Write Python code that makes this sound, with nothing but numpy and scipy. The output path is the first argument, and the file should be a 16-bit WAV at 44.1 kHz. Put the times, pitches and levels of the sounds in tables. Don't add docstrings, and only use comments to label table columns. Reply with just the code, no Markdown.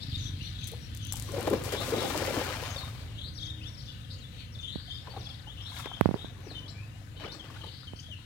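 import sys
import numpy as np
from scipy import signal
from scipy.fft import rfft, irfft, next_fast_len
from scipy.io import wavfile
from scipy.ndimage import uniform_filter1d, map_coordinates

SR = 44100
rng = np.random.default_rng(int(sys.argv[2]) if len(sys.argv) > 2 else 0)


def transcribe(signal):
    frames = np.atleast_2d(signal).T
    limited = np.clip(frames, -1, 1)
    pcm = np.round(limited * 32767).astype(np.int16)
    wavfile.write(sys.argv[1], SR, pcm)


N = 363825
TIME = np.arange(N) / SR

# hz, left_re_right_db
WATER_BALANCE = [(200, -2), (500, 3), (1000, 8), (2500, 8), (5000, 11), (12000, 15)]
LEFT_LEAD_S, WATER_LEAD_S = .000476, .00007
WHISTLE_EASE = 0.257


def gain_of(db):
    return 10 ** (np.asarray(db) / 20)


def evened(x):
    middle = np.atleast_2d(x).mean(0)
    return x / np.sqrt(np.mean(middle ** 2) + 1e-20)


def read(points, hz):
    f, value = np.transpose(points)
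    return np.interp(np.log(hz + 1), np.log(f), value)


def add(mix, start_s, sound):
    part = mix[..., max(round(start_s * SR), 0):][..., :sound.shape[-1]]
    part += sound[..., :part.shape[-1]]


def pan(left_db):
    g = gain_of(np.atleast_1d(left_db))
    return np.array([2 * g, 2 + 0 * g]) / (1 + g)


def wander(per_s, size=N):
    step = np.arange(size) * per_s / SR
    return map_coordinates(rng.standard_normal(4096), [step], order=2, mode="wrap")


def bell(peak_s, spread_s, db):
    return gain_of(db) * np.exp(-.5 * ((TIME - peak_s) / spread_s) ** 2)


def colour(x, spectrum):
    log_gain = np.log(gain_of(read(spectrum, abs(np.fft.fftfreq(4096, 1 / SR)))))
    fir = np.fft.ifft(np.exp(np.conj(signal.hilbert(log_gain)))).real
    return signal.oaconvolve(np.atleast_2d(x), fir[None], axes=1)[:, :N]


def spread(pair, balance):
    # hz, left-right coherence
    likeness = [(50, 0.91), (300, 0.67), (600, 0.64), (1200, 0.72), (3000, 0.045), (8000, 0.11),
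                (16000, 0.1)]
    size = next_fast_len(N)
    hz = np.fft.rfftfreq(size, 1 / SR)
    a, b = rfft(pair, size)
    same = np.clip(read(likeness, hz), 0, 1)
    right = same * a + np.sqrt(1 - same ** 2) * b
    return irfft(np.array([a, right]) * pan(read(balance, hz)), size)[:, :N]


def from_left(pair, lead_s=LEFT_LEAD_S):
    return np.array([pair[0], np.pad(pair[1], (round(lead_s * SR), 0))[:N]])


def banks(x, t60_s, delay_s):
    t = np.arange(SR // 2) / SR
    echoes = rng.standard_normal((2, len(t))) * (rng.random((2, len(t))) < 2500 / SR)
    echoes *= gain_of(-60 * t / t60_s) * (1 - np.exp(-(t / delay_s) ** 2))
    return signal.oaconvolve(np.atleast_2d(x), echoes / np.linalg.norm(echoes[0]), axes=1)[:, :N]


def shifting_banks(x, t60_s, delay_s, count=4):
    turn = np.pi * np.cumsum(10 + 2 * wander(10)) / SR
    shares = np.array([np.cos(turn + np.pi * k / count) ** 2 for k in range(count)]) ** 2
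    shares = shares / np.linalg.norm(shares, axis=0)
    return sum(banks(x * share, t60_s, delay_s) for share in shares)


def sinkers(level_db=-1.0, ring_t60_s=0.0034, rattle_db=-21, echo_db=-8.0):
    # start_s, level_db, ring_hz (the modes scatter around it)
    clinks = [(.643, -26, 7900), (0.673, -20, 8200), (.678, -20, 8000), (.683, -22, 9750),
              (.688, -28, 8000), (0.717, -23, 8400), (.949, -22, 8330), (.966, -32, 9000),
              (0.9732, -21.5, 8500), (1.051, -23.5, 7600), (1.07, -23, 9000), (1.124, -8.5, 8330),
              (1.127, -17, 9300), (1.134, -14, 10000), (1.158, -20, 7800), (1.169, -19, 8000),
              (1.175, -22, 7450), (1.1987, -14.5, 6940), (1.224, -19, 6250), (1.32, -21, 9070),
              (1.409, -20, 8600), (1.429, -21, 8800), (1.501, -18, 7400), (1.598, -30, 7700),
              (1.628, -30, 9500), (1.638, -20, 9700), (1.646, -21, 9500)]
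    out, t = np.zeros(N), np.arange(SR // 20) / SR
    for start_s, db, hz in clinks:
        modes_hz = hz * rng.uniform(0.71, 1.74, (9, 1))
        ring = np.sin(2 * np.pi * modes_hz * t).sum(0) * gain_of(-60 * t / ring_t60_s)
        rattle = rng.standard_normal(len(t)) ** 3 / 4 * gain_of(rattle_db - 60 * t / 0.033)
        add(out, start_s, gain_of(db + level_db) * (ring / abs(ring).max() + rattle))
    out = colour(out, [(800, -8.5), (3000, -9), (5500, -3.0), (9000, -1.0), (16000, -7.5)])
    return out * pan(21) + gain_of(echo_db) * banks(out, t60_s=0.62, delay_s=0.0031) * pan(11)


def surges(rows):
    power = np.zeros((3, N))
    for peak_s, rise_s, fall_s, *db in rows:
        decay = np.maximum((peak_s - TIME) / rise_s, (TIME - peak_s) / fall_s)
        power += (gain_of(db)[:, None] * np.exp(-np.minimum(decay, 20))) ** 2
    return np.sqrt(power)


def landing():
    # peak_s, spread_s, level_db
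    swells = [(2.19, 0.23, -35), (2.244, 0.37, -37), (2.134, 0.41, -49)]
    touch_s, touch_rise_s = 1.8, 0.0089
    return np.array([bell(*row) for row in swells]) * np.clip((TIME - touch_s) / touch_rise_s, 0, 1)


def drops(per_s, size_db):
    sizes = gain_of(size_db * np.minimum(rng.exponential(1, (2, N)), 4))
    return sizes * rng.choice([-1, 1], (2, N)) * (rng.random((2, N)) < per_s / SR)


def bubble(start_hz, length_s, rise):
    t = np.arange(0, 3 * length_s, 1 / SR)
    ring = np.sin(2 * np.pi * start_hz * t * (1 + rise * t / length_s))
    return ring * np.exp(-2 * t / length_s) * (1 - np.exp(-t * start_hz * 2))


def fizz(per_s, low_hz, high_hz, cycles, size_db):
    out = np.zeros((2, N))
    for side, place, size, pitch, life in rng.random((8000, 5))[:int(per_s * N / SR)]:
        hz = low_hz * (high_hz / low_hz) ** pitch
        strength = hz ** 0.28 * gain_of(-size_db * np.log(size + 0.063))
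        add(out[int(side * 2)], place * N / SR, strength * bubble(hz, (.5 + life) * cycles / hz, rise=0.047))
    return evened(out)


def water(levels, density_per_s, churn_db, splash_db, spray_db, bubble_db, clump_db=0.71, own_clump_db=1.22):
    # hz, level_db
    churn_spectrum, splash_spectrum, spray_spectrum = [(100, -22), (190, 1), (260, -6), (360, -5),
                                                       (500, 5.5), (700, -14), (1000, -11), (2000, -27),
                                                       (6000, -37)], [(300, -22.5), (700, 1), (1100, 0.5),
                                                                      (2200, -0.5), (3500, -4),
                                                                      (5500, -9.5), (8000, -33),
                                                                      (16000, -40)], [(2000, -15.5),
                                                                                      (4500, 2), (7000, 1),
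                                                                                      (10000, -2.5),
                                                                                      (13000, -5),
                                                                                      (16000, -6)]
    pockets = fizz(density_per_s * .06, 222.7, 820, cycles=6.5, size_db=4.0)
    churn = evened(colour(drops(density_per_s * 0.22, size_db=1.0), churn_spectrum))
    churn = evened(churn + gain_of(2.0) * pockets)
    splash = evened(colour(drops(density_per_s * .5, size_db=3.5), splash_spectrum))
    bubbles = fizz(density_per_s * .12, 602.3, 4990, cycles=18.8, size_db=5.5)
    splash = evened(splash + gain_of(bubble_db) * bubbles)
    spray = evened(colour(drops(density_per_s * 2.3, size_db=4.0), spray_spectrum))
    layers = zip(levels, (churn_db, splash_db, spray_db), (churn, splash, spray))
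    out = sum(level * gain_of(db + own_clump_db * wander(45)) * sound for level, db, sound in layers)
    out = out * gain_of(clump_db * wander(110))
    echo = gain_of(-7.5) * shifting_banks(out, t60_s=0.08, delay_s=0.00062)
    return from_left(spread(out + echo, WATER_BALANCE), WATER_LEAD_S)


def slaps(level_db=-7.0, echo_db=-11.0):
    # start_s, level_db, centre_hz, fall_s
    slap_rows = [(1.472, -17, 1100, .004), (1.721, -26, 1520, 0.0045), (1.805, -22.5, 9000, .001),
                 (1.884, -25, 2205, 0.0032), (2.006, -25, 6500, 0.00081), (2.015, -27, 3500, .001),
                 (2.055, -21, 1800, .003), (2.177, -15, 7000, 0.0011), (2.226, -21, 1200, .004),
                 (2.284, -24, 1600, .004), (2.345, -23, 2000, .003), (2.412, -24, 1410, .004),
                 (2.469, -26, 7000, .001), (2.521, -37, 7000, .001), (2.77, -30, 9000, .001),
                 (2.849, -39, 8520, .001), (3.055, -47, 8000, 0.0015), (3.238, -48, 9000, 0.0022),
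                 (5.787, -32, 5983, .002), (5.801, -30, 8000, .002), (5.858, -27, 2000, 0.0015),
                 (6.001, -40, 9000, .001), (6.406, -44, 8500, .001), (7.199, -34.5, 2500, 0.0032),
                 (7.238, -38, 2500, .002), (7.469, -44, 6000, .001)]
    half_width = 2 ** 0.39
    out, t = np.zeros(N), np.arange(SR // 25) / SR
    for start_s, db, hz, fall_s in slap_rows:
        edges_hz = np.clip([hz / half_width, hz * half_width], 20, SR / 2 - 20)
        band = signal.butter(1, edges_hz, "bandpass", fs=SR)
        burst = signal.lfilter(*band, rng.standard_normal(len(t)) * np.exp(-t / fall_s))
        add(out, start_s, gain_of(db + level_db) * burst / abs(burst).max())
    echo = gain_of(echo_db) * banks(out, t60_s=.12, delay_s=.003) * pan(9.)
    return from_left(out * pan(11.5) + echo, WATER_LEAD_S)


def gulps(scatter=0.268, cluster_db=-6, count=6):
    # start_s, level_db, start_hz, length_s
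    gulp_rows = [(0.719, -35.5, 439, 0.034), (0.734, -41.5, 800, 0.012), (1.138, -37, 800, 0.0072),
                 (1.336, -29.5, 527, 0.033), (1.378, -24.5, 446, 0.027), (1.47, -22.5, 384, 0.017),
                 (1.509, -19, 380, 0.027), (1.522, -26.5, 210, 0.0247), (1.53, -20, 439, 0.029),
                 (1.663, -31, 479.5, 0.021), (1.734, -27.5, 404, 0.028), (1.885, -29, 475, 0.017),
                 (1.922, -20.5, 435, 0.034), (1.94, -30, 328, 0.02), (1.963, -21.5, 444, 0.023),
                 (1.983, -25, 354, .02), (2.019, -22, 496, 0.022), (2.054, -34, 520, 0.018),
                 (2.082, -37, 490, 0.017), (2.114, -30, 270, 0.02), (2.145, -25.5, 908, 0.014),
                 (2.183, -35, 395, 0.025), (2.22, -22, 491, 0.014), (2.278, -23, 510, 0.013),
                 (2.318, -29, 473, .015), (2.37, -33, 410, 0.024), (2.412, -25, 503, 0.018),
                 (2.497, -33.5, 472, 0.016), (2.624, -29.5, 484, 0.018), (2.76, -35, 506, 0.015),
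                 (5.072, -37, 929.6, 0.013), (5.138, -38, 774, 0.015), (5.164, -31, 747, 0.017),
                 (5.17, -35, 414, 0.015), (5.471, -41.5, 815, 0.019), (5.795, -30, 1240, 0.0062),
                 (5.869, -34, 820, 0.0053), (5.915, -28.5, 875, 0.0045), (6.143, -30.5, 383, 0.022),
                 (6.465, -35.5, 375, 0.011), (6.51, -41, 419.3, 0.011), (7.249, -31.5, 430, 0.016),
                 (7.501, -38.5, 1090, .012)]
    out = np.zeros(N)
    for start_s, db, hz, length_s in gulp_rows:
        main = bubble(hz, length_s, rise=0.054)
        main *= 1 - np.exp(-np.arange(len(main)) / SR / (0.058 * length_s))
        add(out, start_s, gain_of(db - 4.5) * main / abs(main).max())
        for late, size in rng.random((count, 2)):
            small_hz = hz * np.exp(scatter * (3.87 * size - 1.9))
            small = bubble(small_hz, 3.0 / small_hz, rise=0.15)
            add(out, start_s + late * length_s, gain_of(db + cluster_db) * small)
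    return out * pan(6.3) + gain_of(-10.5) * banks(out, t60_s=1.0, delay_s=0.0082)


def mesh(grain_db=3):
    # peak_s, spread_s, level_db
    swings = [(.15, 0.12, -51), (.45, 0.079, -51.5), (.66, 0.082, -53.5), (1.13, 0.59, -57)]
    spectrum = [(300, -30), (1200, -30), (2200, -3.5), (4200, 5.0), (6500, -19.0), (10000, -18.5), (16000, -28)]
    rustle = colour(drops(2500, size_db=grain_db), spectrum)
    return evened(spread(rustle, WATER_BALANCE)) * np.linalg.norm([bell(*row) for row in swings], axis=0)


def drips(db=-70, from_s=4.5):
    plinks = fizz(23, 584, 1760, cycles=6.5, size_db=8.5)
    plinks = plinks + gain_of(-2.0) * banks(plinks, t60_s=0.21, delay_s=0.0042)
    return gain_of(db) * evened(spread(plinks, WATER_BALANCE)) * (TIME > from_s)


def taps(level_db=0., left_lag_s=.00095):
    # start_s, level_db, brightness_hz, left_share (what leaks to the left microphone)
    tap_rows = [(4.758, -21.5, 384, 0.12), (6.011, -0.5, 2320, 0.073), (6.058, -4, 814, 0.055),
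                (6.09, -12, 480, 0.038), (6.1115, -16.5, 608, 0.064), (6.1422, -13, 850, 0.11),
                (6.246, -25.5, 695, 0.12), (7.935, -27, 826, 0.082)]
    # hz, level_db
    body_spectrum = [(20, -53), (45, -39), (85, 6.5), (130, 3.5), (175, 7.5), (250, 4.5), (500, 0),
                     (1000, -4.5), (2500, -14.5), (6000, -29), (11000, -9), (16000, -9)]
    out, t = np.zeros((2, N)), np.arange(SR // 100) / SR
    for start_s, db, hz, left_share in tap_rows:
        push = t * np.exp(-2 * np.pi * hz * t) * np.sinc(hz * t)
        thump = colour(push, body_spectrum)[0]
        thump = gain_of(db + level_db) * thump / abs(thump).max()
        add(out[0], start_s + left_lag_s, left_share * thump)
        add(out[1], start_s, thump)
    return out


def whistle(hz, shape, db, waver=.011, flutter_db=3.5):
    phase = 2 * np.pi * np.cumsum(hz * (1 + waver * wander(498.0, size=len(hz)))) / SR
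    shape = shape * gain_of(flutter_db * wander(83.6, size=len(hz)))
    tone = np.sin(phase) + gain_of(-23) * np.sin(2 * phase) + gain_of(-29) * np.sin(3 * phase)
    return gain_of(db) * evened(shape * tone)


def note(length_s, db, hz, octaves, ease, depth=0, per_s=0, swell_db=0, pulsing=0.42, taper=0.37):
    t = np.arange(0, length_s, 1 / SR)
    u = t / length_s - .5
    warble = np.sin(2 * np.pi * per_s * t + 0.257 * wander(59.7, size=len(t))) * (depth > 0)
    shape = signal.windows.tukey(len(t), taper) * (1 - pulsing * warble) * gain_of(swell_db * u)
    return whistle(hz * (2 ** (octaves * u * (1 - 2 * ease * u)) + depth * warble), shape, db)


def chip(crest_s, db, crest_hz, rise_s, fall_s):
    hook_octaves, drop_octaves, bend, swell_db = 0.23, .85, 1.9, 6
    t = np.arange(-rise_s, fall_s, 1 / SR)
    octaves = np.where(t < 0, hook_octaves * (t / rise_s) ** 2, drop_octaves * (abs(t) / fall_s) ** bend)
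    shape = signal.windows.tukey(len(t), .35) * gain_of(swell_db * t / fall_s)
    return crest_s - rise_s, whistle(crest_hz * 2 ** -octaves, shape, db)


def slur(length_s, db, top_hz, bottom_hz, steepest):
    bend_s, swell_s, peak_s = 0.019, 0.013, 0.023
    t = np.arange(0, length_s, 1 / SR) - steepest * length_s
    fallen = 1 / (1 + np.exp(-t / bend_s))
    swell = 0.96 * (1 + fallen) / 2 + np.exp(-((t - peak_s) / swell_s) ** 2)
    shape = swell * signal.windows.tukey(len(t), .25)
    return whistle(top_hz + (bottom_hz - top_hz) * fallen, shape, db, waver=0.017)


def birds(whistle_db=-2.5, buzz_db=-5.5, rasp_db=-4.5, quaver_db=0.0, leaves_db=-8, echo_db=-5.5):
    # start_s, length_s, level_db, middle_hz, glide_octaves
    whistle_rows = [(.092, 0.033, -50, 4400, -0.35), (0.118, .02, -44.5, 3100, -.6),
                    (0.14, 0.025, -35, 3680, 0.023), (0.148, .03, -52, 4800, -0.57),
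                    (0.237, 0.026, -52, 4000, -0.73), (.31, .065, -58, 3250, -0.27),
                    (0.393, 0.1, -46, 3330, 0.7), (0.426, 0.057, -49.5, 4230, 0.1),
                    (0.606, 0.028, -52, 2750, -0.64), (2.761, 0.011, -36.5, 3610, -0.023),
                    (3.603, 0.098, -47, 3260, 0.75), (3.875, 0.033, -46.5, 3470, -0.16),
                    (3.877, 0.037, -53.5, 2920, 0.098), (4.005, 0.039, -56.5, 3760, 0.31),
                    (4.038, .018, -52, 3440, -0.41), (4.18, .018, -60.5, 6700, 0.06),
                    (4.199, 0.046, -54.5, 3950, -0.38), (4.238, 0.028, -49, 3500, .1),
                    (4.546, 0.02, -47.5, 3560, -0.16), (4.586, 0.021, -43, 3545, -0.17),
                    (4.627, 0.033, -41.5, 3540, -0.041), (5.1, 0.023, -50, 4500, -0.015),
                    (5.117, .016, -53, 3600, -.6), (5.16, .018, -49.5, 3950, -0.65),
                    (5.191, .02, -56, 5650, -0.18), (5.206, 0.017, -48.5, 4150, -0.91),
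                    (5.24, .012, -54, 4700, -.55), (5.25, 0.011, -50, 4700, -0.64),
                    (5.256, 0.023, -44.5, 3380, -0.052), (5.29, 0.011, -48.5, 4400, -0.6),
                    (5.297, 0.024, -46, 3350, -0.27), (5.326, 0.015, -59, 4500, -.5),
                    (5.339, .016, -51, 3950, -0.66), (5.354, 0.01, -59, 4900, -.5),
                    (5.386, 0.019, -53, 4050, -0.64), (5.418, .011, -55, 4500, -0.56),
                    (5.457, 0.085, -48.5, 3330, 0.52), (5.617, .03, -55, 5430, 0.063),
                    (6.172, 0.073, -50, 3700, 0.13), (6.542, 0.066, -43, 3035, -0.051),
                    (6.654, 0.02, -51, 3330, 0.038), (7.284, 0.039, -48.5, 3650, 0.2),
                    (7.392, 0.025, -44.5, 3190, -0.22), (7.868, 0.023, -45, 3104, -0.14),
                    (8.079, 0.078, -46.5, 3066, -0.59)]
    # start_s, length_s, level_db, middle_hz, glide_octaves
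    buzz_rows = [(1.674, 0.175, -39, 3630, 0.4), (3.146, .16, -42, 3776, 0.55),
                 (4.61, 0.17, -40, 3580, 0.47), (5.553, 0.17, -43.5, 3517, 0.53),
                 (6.151, 0.13, -48, 3587, 0.126), (7.149, 0.11, -52.5, 4150, 0.13)]
    # start_s, length_s, level_db, middle_hz, sweeps_per_s, flick_hz
    rasp_rows = [(0, 0.042, -40.5, 4300, 110, 5450), (4.098, 0.052, -48.5, 4610, 110, 6700),
                 (6.676, 0.038, -45, 4820, 93, 7330), (7.313, 0.041, -44, 5144, 78, 7520),
                 (7.953, 0.066, -50, 5490, 63.4, 7000)]
    # start_s, length_s, level_db, middle_hz, warbles_per_s
    quaver_rows = [(0.187, 0.12, -48, 3630, 35), (0.542, 0.1, -49.5, 3590, 73),
                   (0.99, 0.18, -52.5, 3230, 41), (1.93, 0.18, -45, 3600, 37),
                   (3.375, 0.14, -44.5, 3500, 33), (4.856, 0.136, -46.5, 3426, 32),
                   (5.679, 0.14, -50.5, 3566, 33), (5.815, 0.16, -48, 3390, 31)]
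    # crest_s, level_db, crest_hz, rise_s, fall_s
    chip_rows = [(2.943, -60, 4700, 0.0029, 0.02), (3.011, -58, 4730, 0.0028, 0.021),
                 (3.344, -55.5, 6480, 0.0096, .018), (3.362, -48.5, 5760, .006, 0.033),
                 (3.411, -54, 6270, .008, 0.028), (3.452, -54, 6500, 0.01, .024),
                 (3.627, -57, 5294, 0.0033, 0.026), (3.682, -55, 5700, 0.013, 0.02),
                 (3.736, -58.5, 5700, 0.0093, 0.031), (3.78, -53, 5540, 0.011, 0.024),
                 (3.797, -53, 5520, 0.0028, 0.019), (3.82, -59, 6050, 0.0055, 0.02),
                 (3.853, -57, 5800, 0.0024, 0.014), (3.866, -63, 6200, 0.0068, 0.022),
                 (3.893, -65, 5670, .003, 0.015), (3.909, -59, 5660, 0.004, 0.022),
                 (4.528, -59, 5630, .01, 0.034), (4.574, -67, 6260, 0.0067, 0.021),
                 (4.615, -60, 6400, 0.0086, 0.025)]
    # start_s, length_s, level_db, top_hz, bottom_hz, steepest (share of length)
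    slur_rows = [(2.633, 0.26, -50.5, 6730, 3703, 0.49), (6.423, 0.16, -53.5, 6400, 3520, .39)]
    # start_s, level_db
    pip_rows = [(7.539, -56), (7.565, -62), (7.588, -62), (7.613, -47), (7.637, -52), (7.66, -49),
                (7.682, -51), (7.958, -59), (7.987, -50.5)]
    flick_at, flick_s, flick_db, flick_octaves = 0.61, 0.0202, -11, 0.2
    song = np.zeros(N)
    for start_s, length_s, db, hz, octaves in whistle_rows:
        add(song, start_s, note(length_s, db + whistle_db, hz, octaves, WHISTLE_EASE, taper=0.47))
    for start_s, length_s, db, hz, octaves in buzz_rows:
        buzz = note(length_s, db + buzz_db, hz, octaves, ease=-0.41, depth=0.099, per_s=185, swell_db=7.5)
        add(song, start_s, buzz)
    for start_s, length_s, db, hz, per_s, flick_hz in rasp_rows:
        add(song, start_s, note(length_s, db + rasp_db, hz, octaves=0.132, ease=0, depth=0.188, per_s=per_s))
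        flick = note(flick_s, db + rasp_db + flick_db, flick_hz, flick_octaves, WHISTLE_EASE)
        add(song, start_s + flick_at * length_s, flick)
    for start_s, length_s, db, hz, per_s in quaver_rows:
        quaver = note(length_s, db + quaver_db, hz, octaves=-0.0284, ease=0, depth=0.0818, per_s=per_s,
                      pulsing=0.065, taper=0.096)
        add(song, start_s, quaver)
    for row in chip_rows:
        add(song, *chip(*row))
    for start_s, *row in slur_rows:
        add(song, start_s, slur(*row))
    for start_s, db in pip_rows:
        add(song, start_s, note(0.0126, db, 3055, octaves=-0.23, ease=0))
    near = song + gain_of(leaves_db) * banks(song, t60_s=.1, delay_s=.003)
    echo = gain_of(echo_db) * banks(song, t60_s=0.39, delay_s=0.017) * pan(11.3)
    return from_left(near * pan(10.8)) + echo


def chatter(length_s, db, hz, octaves, sweep):
    per_s, scatter, swell_db = 120, 0.061, 2.5
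    t = np.arange(0, length_s, 1 / SR)
    zigzag = signal.sawtooth(2 * np.pi * (per_s * t + .2 * wander(60, size=len(t))), .3)
    glide = 2 ** (octaves * (t / length_s - .5))
    pitch_hz = hz * (glide + sweep * zigzag + scatter * wander(200, size=len(t)))
    shape = signal.windows.tukey(len(t), .4) * gain_of(swell_db * wander(35.2, size=len(t)))
    return whistle(pitch_hz, shape, db)


def hidden_birds(direct_db=-8, scattered_db=-1):
    # start_s, length_s, level_db, middle_hz, glide_octaves
    thin_rows = [(0.173, 0.05, -50.5, 6140, -0.3), (0.219, 0.052, -50, 6190, -0.31),
                 (0.407, 0.087, -57, 5880, -0.018), (0.588, 0.035, -57, 6220, -0.068),
                 (0.63, 0.032, -49.5, 6270, -0.19), (0.783, 0.073, -56, 5680, -0.083),
                 (1.008, 0.041, -52, 6180, -0.19), (1.06, 0.056, -52, 6120, -0.12),
                 (1.234, .07, -57, 5780, -0.013), (6.736, 0.048, -53.5, 2380, 0.041),
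                 (6.782, 0.06, -55, 2580, 0.0783), (6.915, .035, -59, 2870, .05),
                 (7.152, .14, -52.5, 3033, -0.046), (8.024, 0.052, -51.5, 3300, -.1),
                 (8.139, .04, -59, 2640, 0.031)]
    # start_s, length_s, level_db, middle_hz, glide_octaves, sweep (share of the pitch)
    chatter_rows = [(0.559, 0.2, -52, 3520, -0.12, 0.12), (3.341, .14, -62, 5050, -0.038, 0.17),
                    (3.75, 0.17, -58.5, 4390, -0.11, 0.28), (4.085, 0.062, -50, 4300, 0.216, 0.13),
                    (4.307, 0.16, -52, 3410, 0.11, 0.27), (4.762, 0.074, -52, 4250, 0.096, 0.08),
                    (4.79, 0.25, -56.5, 4700, .38, 0.043), (5.196, 0.17, -55.5, 4130, 0.044, 0.37),
                    (7.53, .22, -54.5, 3880, 0.17, 0.16), (7.62, 0.27, -55.5, 4200, 0.12, 0.193)]
    song = np.zeros(N)
    for start_s, length_s, db, hz, octaves in thin_rows:
        add(song, start_s, note(length_s, db, hz, octaves, WHISTLE_EASE, depth=0.02, per_s=71))
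    for start_s, *row in chatter_rows:
        add(song, start_s, chatter(*row))
    direct = gain_of(direct_db) * from_left(song * pan(13.0))
    return direct + gain_of(scattered_db) * banks(song, t60_s=0.28, delay_s=0.0032) * pan(10.0)


def far_birds(db=-62, centre_hz=3500, count=150):
    # middle_s, spread_s, dropout_db (amplitude of the part of the song that drops out)
    lull = (6.76, 0.98, -1.7)
    song = np.zeros(N)
    for when, pitch, slope, long, size in rng.random((count, 5)):
        u = np.linspace(0, 1, int((0.031 + 0.0588 * long) * SR))
        buzz = .09 * np.sin(2 * np.pi * 115 * np.arange(len(u)) / SR)
        hz = centre_hz * np.exp(.4 * (pitch - .5) + .5 * (slope - .5) * (u - .5) + buzz)
        add(song, when * N / SR, whistle(hz, np.sin(np.pi * u), 6 * size))
    echo = evened(banks(song, t60_s=0.6, delay_s=0.044) * pan(8.2))
    return gain_of(db) * echo * (1 - bell(*lull))


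def engine(level_db=-1, unevenness=0.24, jitter=0.027):
    # time_s, firings_per_s, level_db
    course = [(0, 23.7, -37), (0.403, 24.3, -38.5), (.7, 29.2, -64), (1.098, 26.5, -43), (1.6, 25, -41),
              (2.501, 25.7, -43), (3.3, 26.6, -45), (4.102, 30.2, -49.5), (4.8, 28.3, -50),
              (5.399, 29, -50.5), (5.901, 23.6, -49.5), (6.8, 25.5, -46), (7.398, 24.7, -50),
              (8.25, 20.1, -46.5)]
    # hz, level_db
    exhaust = [(25, -66.5), (50, -2), (72, -13), (100, 3.5), (125, -5.5), (150, -5), (200, -23.5),
               (270, -14), (400, -42), (800, -62), (3000, -100)]
    time_s, per_s, db = np.transpose(course)
    turns = np.cumsum(np.interp(TIME, time_s, per_s)) / SR + jitter * wander(20)
    firings = np.diff(np.floor(turns), prepend=0) * (1 + unevenness * wander(30))
    return evened(colour(firings, exhaust)) * gain_of(level_db + np.interp(TIME, time_s, db)) * pan(0.61)


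def insects(level_db=-80, swell_db=-1.0, centre_hz=9800, width_hz=290):
    phase = 2 * np.pi * centre_hz * TIME
    smooth = signal.butter(2, width_hz, fs=SR)
    a, b = signal.lfilter(*smooth, rng.standard_normal((2, 2, N)))
    shrill = evened((a * np.sin(phase) + b * np.cos(phase)) * pan(7.0))
    return gain_of(level_db + swell_db * wander(4.5)) * shrill


def hum():
    # time_s, pitch_hz, level_db
    course = [(0, 312.7, -69.5), (1, 310.8, -66.5), (3.1, 312.6, -72), (3.599, 310.7, -57.5),
              (4.2, 317.6, -95), (6.3, 308.3, -67.5), (7.0, 312, -68), (7.4, 313.6, -57.5), (7.9, 317, -73)]
    time_s, hz, db = np.transpose(course)
    phase = 2 * np.pi * np.cumsum(np.interp(TIME, time_s, hz) + 1.24 * wander(5.9)) / SR
    return evened(np.sin(phase)) * gain_of(np.interp(TIME, time_s, db) + 2.4 * wander(3.8)) * pan(4.2)


def drone(centre_hz=525, width_hz=45):
    phase = 2 * np.pi * centre_hz * TIME
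    fuzz = wander(2 * width_hz) * np.sin(phase) + wander(2 * width_hz) * np.cos(phase)
    return fuzz * bell(peak_s=4, spread_s=1.7, db=-71.5) * pan(3.6)


def patchy(pair, depth_db):
    z = signal.stft(pair, nperseg=1024)[2]
    patches = uniform_filter1d(rng.standard_normal(z.shape[1:]), size=9, axis=0)
    patches = uniform_filter1d(patches, size=10, axis=1)
    return signal.istft(z * gain_of(depth_db * patches / patches.std()), nperseg=1024)[1][:, :N]


def outdoors():
    # hz, level_db
    rumble_spectrum, air_spectrum = [(20, -54), (35, -10), (48, -4.5), (62, -3), (85, 3.5), (120, 1.5),
                                     (160, -9), (220, -11.5), (310, -20.5), (420, -32.5), (800, -40.5),
                                     (4000, -99)], [(200, -6.5), (400, 1.5), (510, 2.5), (630, -1),
                                                     (1000, -2), (1700, 2), (2500, -1.5), (3500, -2),
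                                                     (5200, -8.5), (7000, -11), (9200, -14.5),
                                                     (11000, -18.5), (12700, -16), (15800, -18)]
    # hz, left_re_right_db
    air_balance = [(400, 10), (1000, 11.5), (2500, 16.5), (4000, 17), (8000, 26), (15000, 8.5)]
    rumble_db, rumble_fade_db_per_s = -41, 0.98
    air_db, air_fade_db_per_s = -58, 0.25
    mirror_s, mirror_db = 0.004, -10.5
    rumble = colour(rng.standard_normal((2, N)), rumble_spectrum)
    rumble = evened(spread(rumble, [(50, 0.33), (300, 1.4)]))
    rumble *= gain_of(rumble_db - rumble_fade_db_per_s * TIME)
    air = from_left(spread(colour(rng.standard_normal((2, N)), air_spectrum), air_balance))
    air = air + gain_of(mirror_db) * np.roll(air, round(mirror_s * SR), axis=1)
    air = evened(patchy(air, depth_db=1.5)) * gain_of(.6 * wander(12))
    return rumble + air * gain_of(air_db - air_fade_db_per_s * TIME)


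def scene():
    # peak_s, rise_s, fall_s, churn_db, splash_db, spray_db
    plunges = [(1.17, 0.0086, 0.22, -54, -55, -58), (1.29, 0.008, 0.02, -48.5, -46, -63),
               (1.36, 0.048, 0.65, -36, -43, -57), (1.476, 0.006, 0.017, -23.5, -40, -52),
               (1.533, 0.012, 0.017, -18.5, -43.5, -55.5), (1.56, 0.037, 0.052, -65, -61, -61),
               (1.645, 0.0051, 0.12, -52, -45, -50), (1.723, .002, 0.054, -31.5, -36, -48),
               (1.94, 0.035, 0.053, -26, -58, -68), (2.05, 0.0098, 0.023, -29, -46, -67),
               (2.385, 0.057, 0.018, -28.5, -40, -64), (2.69, 0.042, 0.1, -57, -43, -67)]
    sloshes = [(5.078, 0.021, .035, -49, -52, -80), (5.176, 0.065, 0.11, -50.5, -57.5, -75),
               (5.796, 0.062, 0.042, -64, -45, -57.5), (5.859, 0.0011, 0.0052, -31, -39, -65),
               (6.13, 0.32, 0.16, -54.5, -54, -75), (6.48, 0.13, 0.35, -52, -59.5, -93),
               (7.2, .0015, 0.058, -60, -51.5, -74), (7.245, 0.032, 0.049, -38.5, -47.5, -80),
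               (7.35, 0.044, 0.084, -47.5, -59, -76), (7.445, 0.006, 0.042, -49, -54, -77),
               (7.504, .002, .012, -46, -54, -72), (7.57, 0.053, 0.083, -53.5, -54, -70.5),
               (7.642, .005, 0.009, -44, -53, -69), (7.666, 0.0037, 0.02, -44, -55.5, -72)]
    cast = water(np.hypot(surges(plunges), landing()), density_per_s=4200,
                 churn_db=-6.5, splash_db=-4.0, spray_db=2.0, bubble_db=-6.5)
    slosh = water(surges(sloshes), density_per_s=2200,
                  churn_db=-6.5, splash_db=0.0, spray_db=5.5, bubble_db=-1.0)
    pond = cast + slosh + slaps() + gulps() + drips()
    song = birds() + hidden_birds() + far_birds()
    background = engine() + insects() + hum() + drone() + outdoors()
    return sinkers() + pond + mesh() + taps() + song + background


def record(dry):
    low_pass = signal.firwin(511, 15950, window=("kaiser", 9), fs=SR)
    return signal.oaconvolve(dry, low_pass[None], "same")


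dry = scene()
out = record(dry)
transcribe(out)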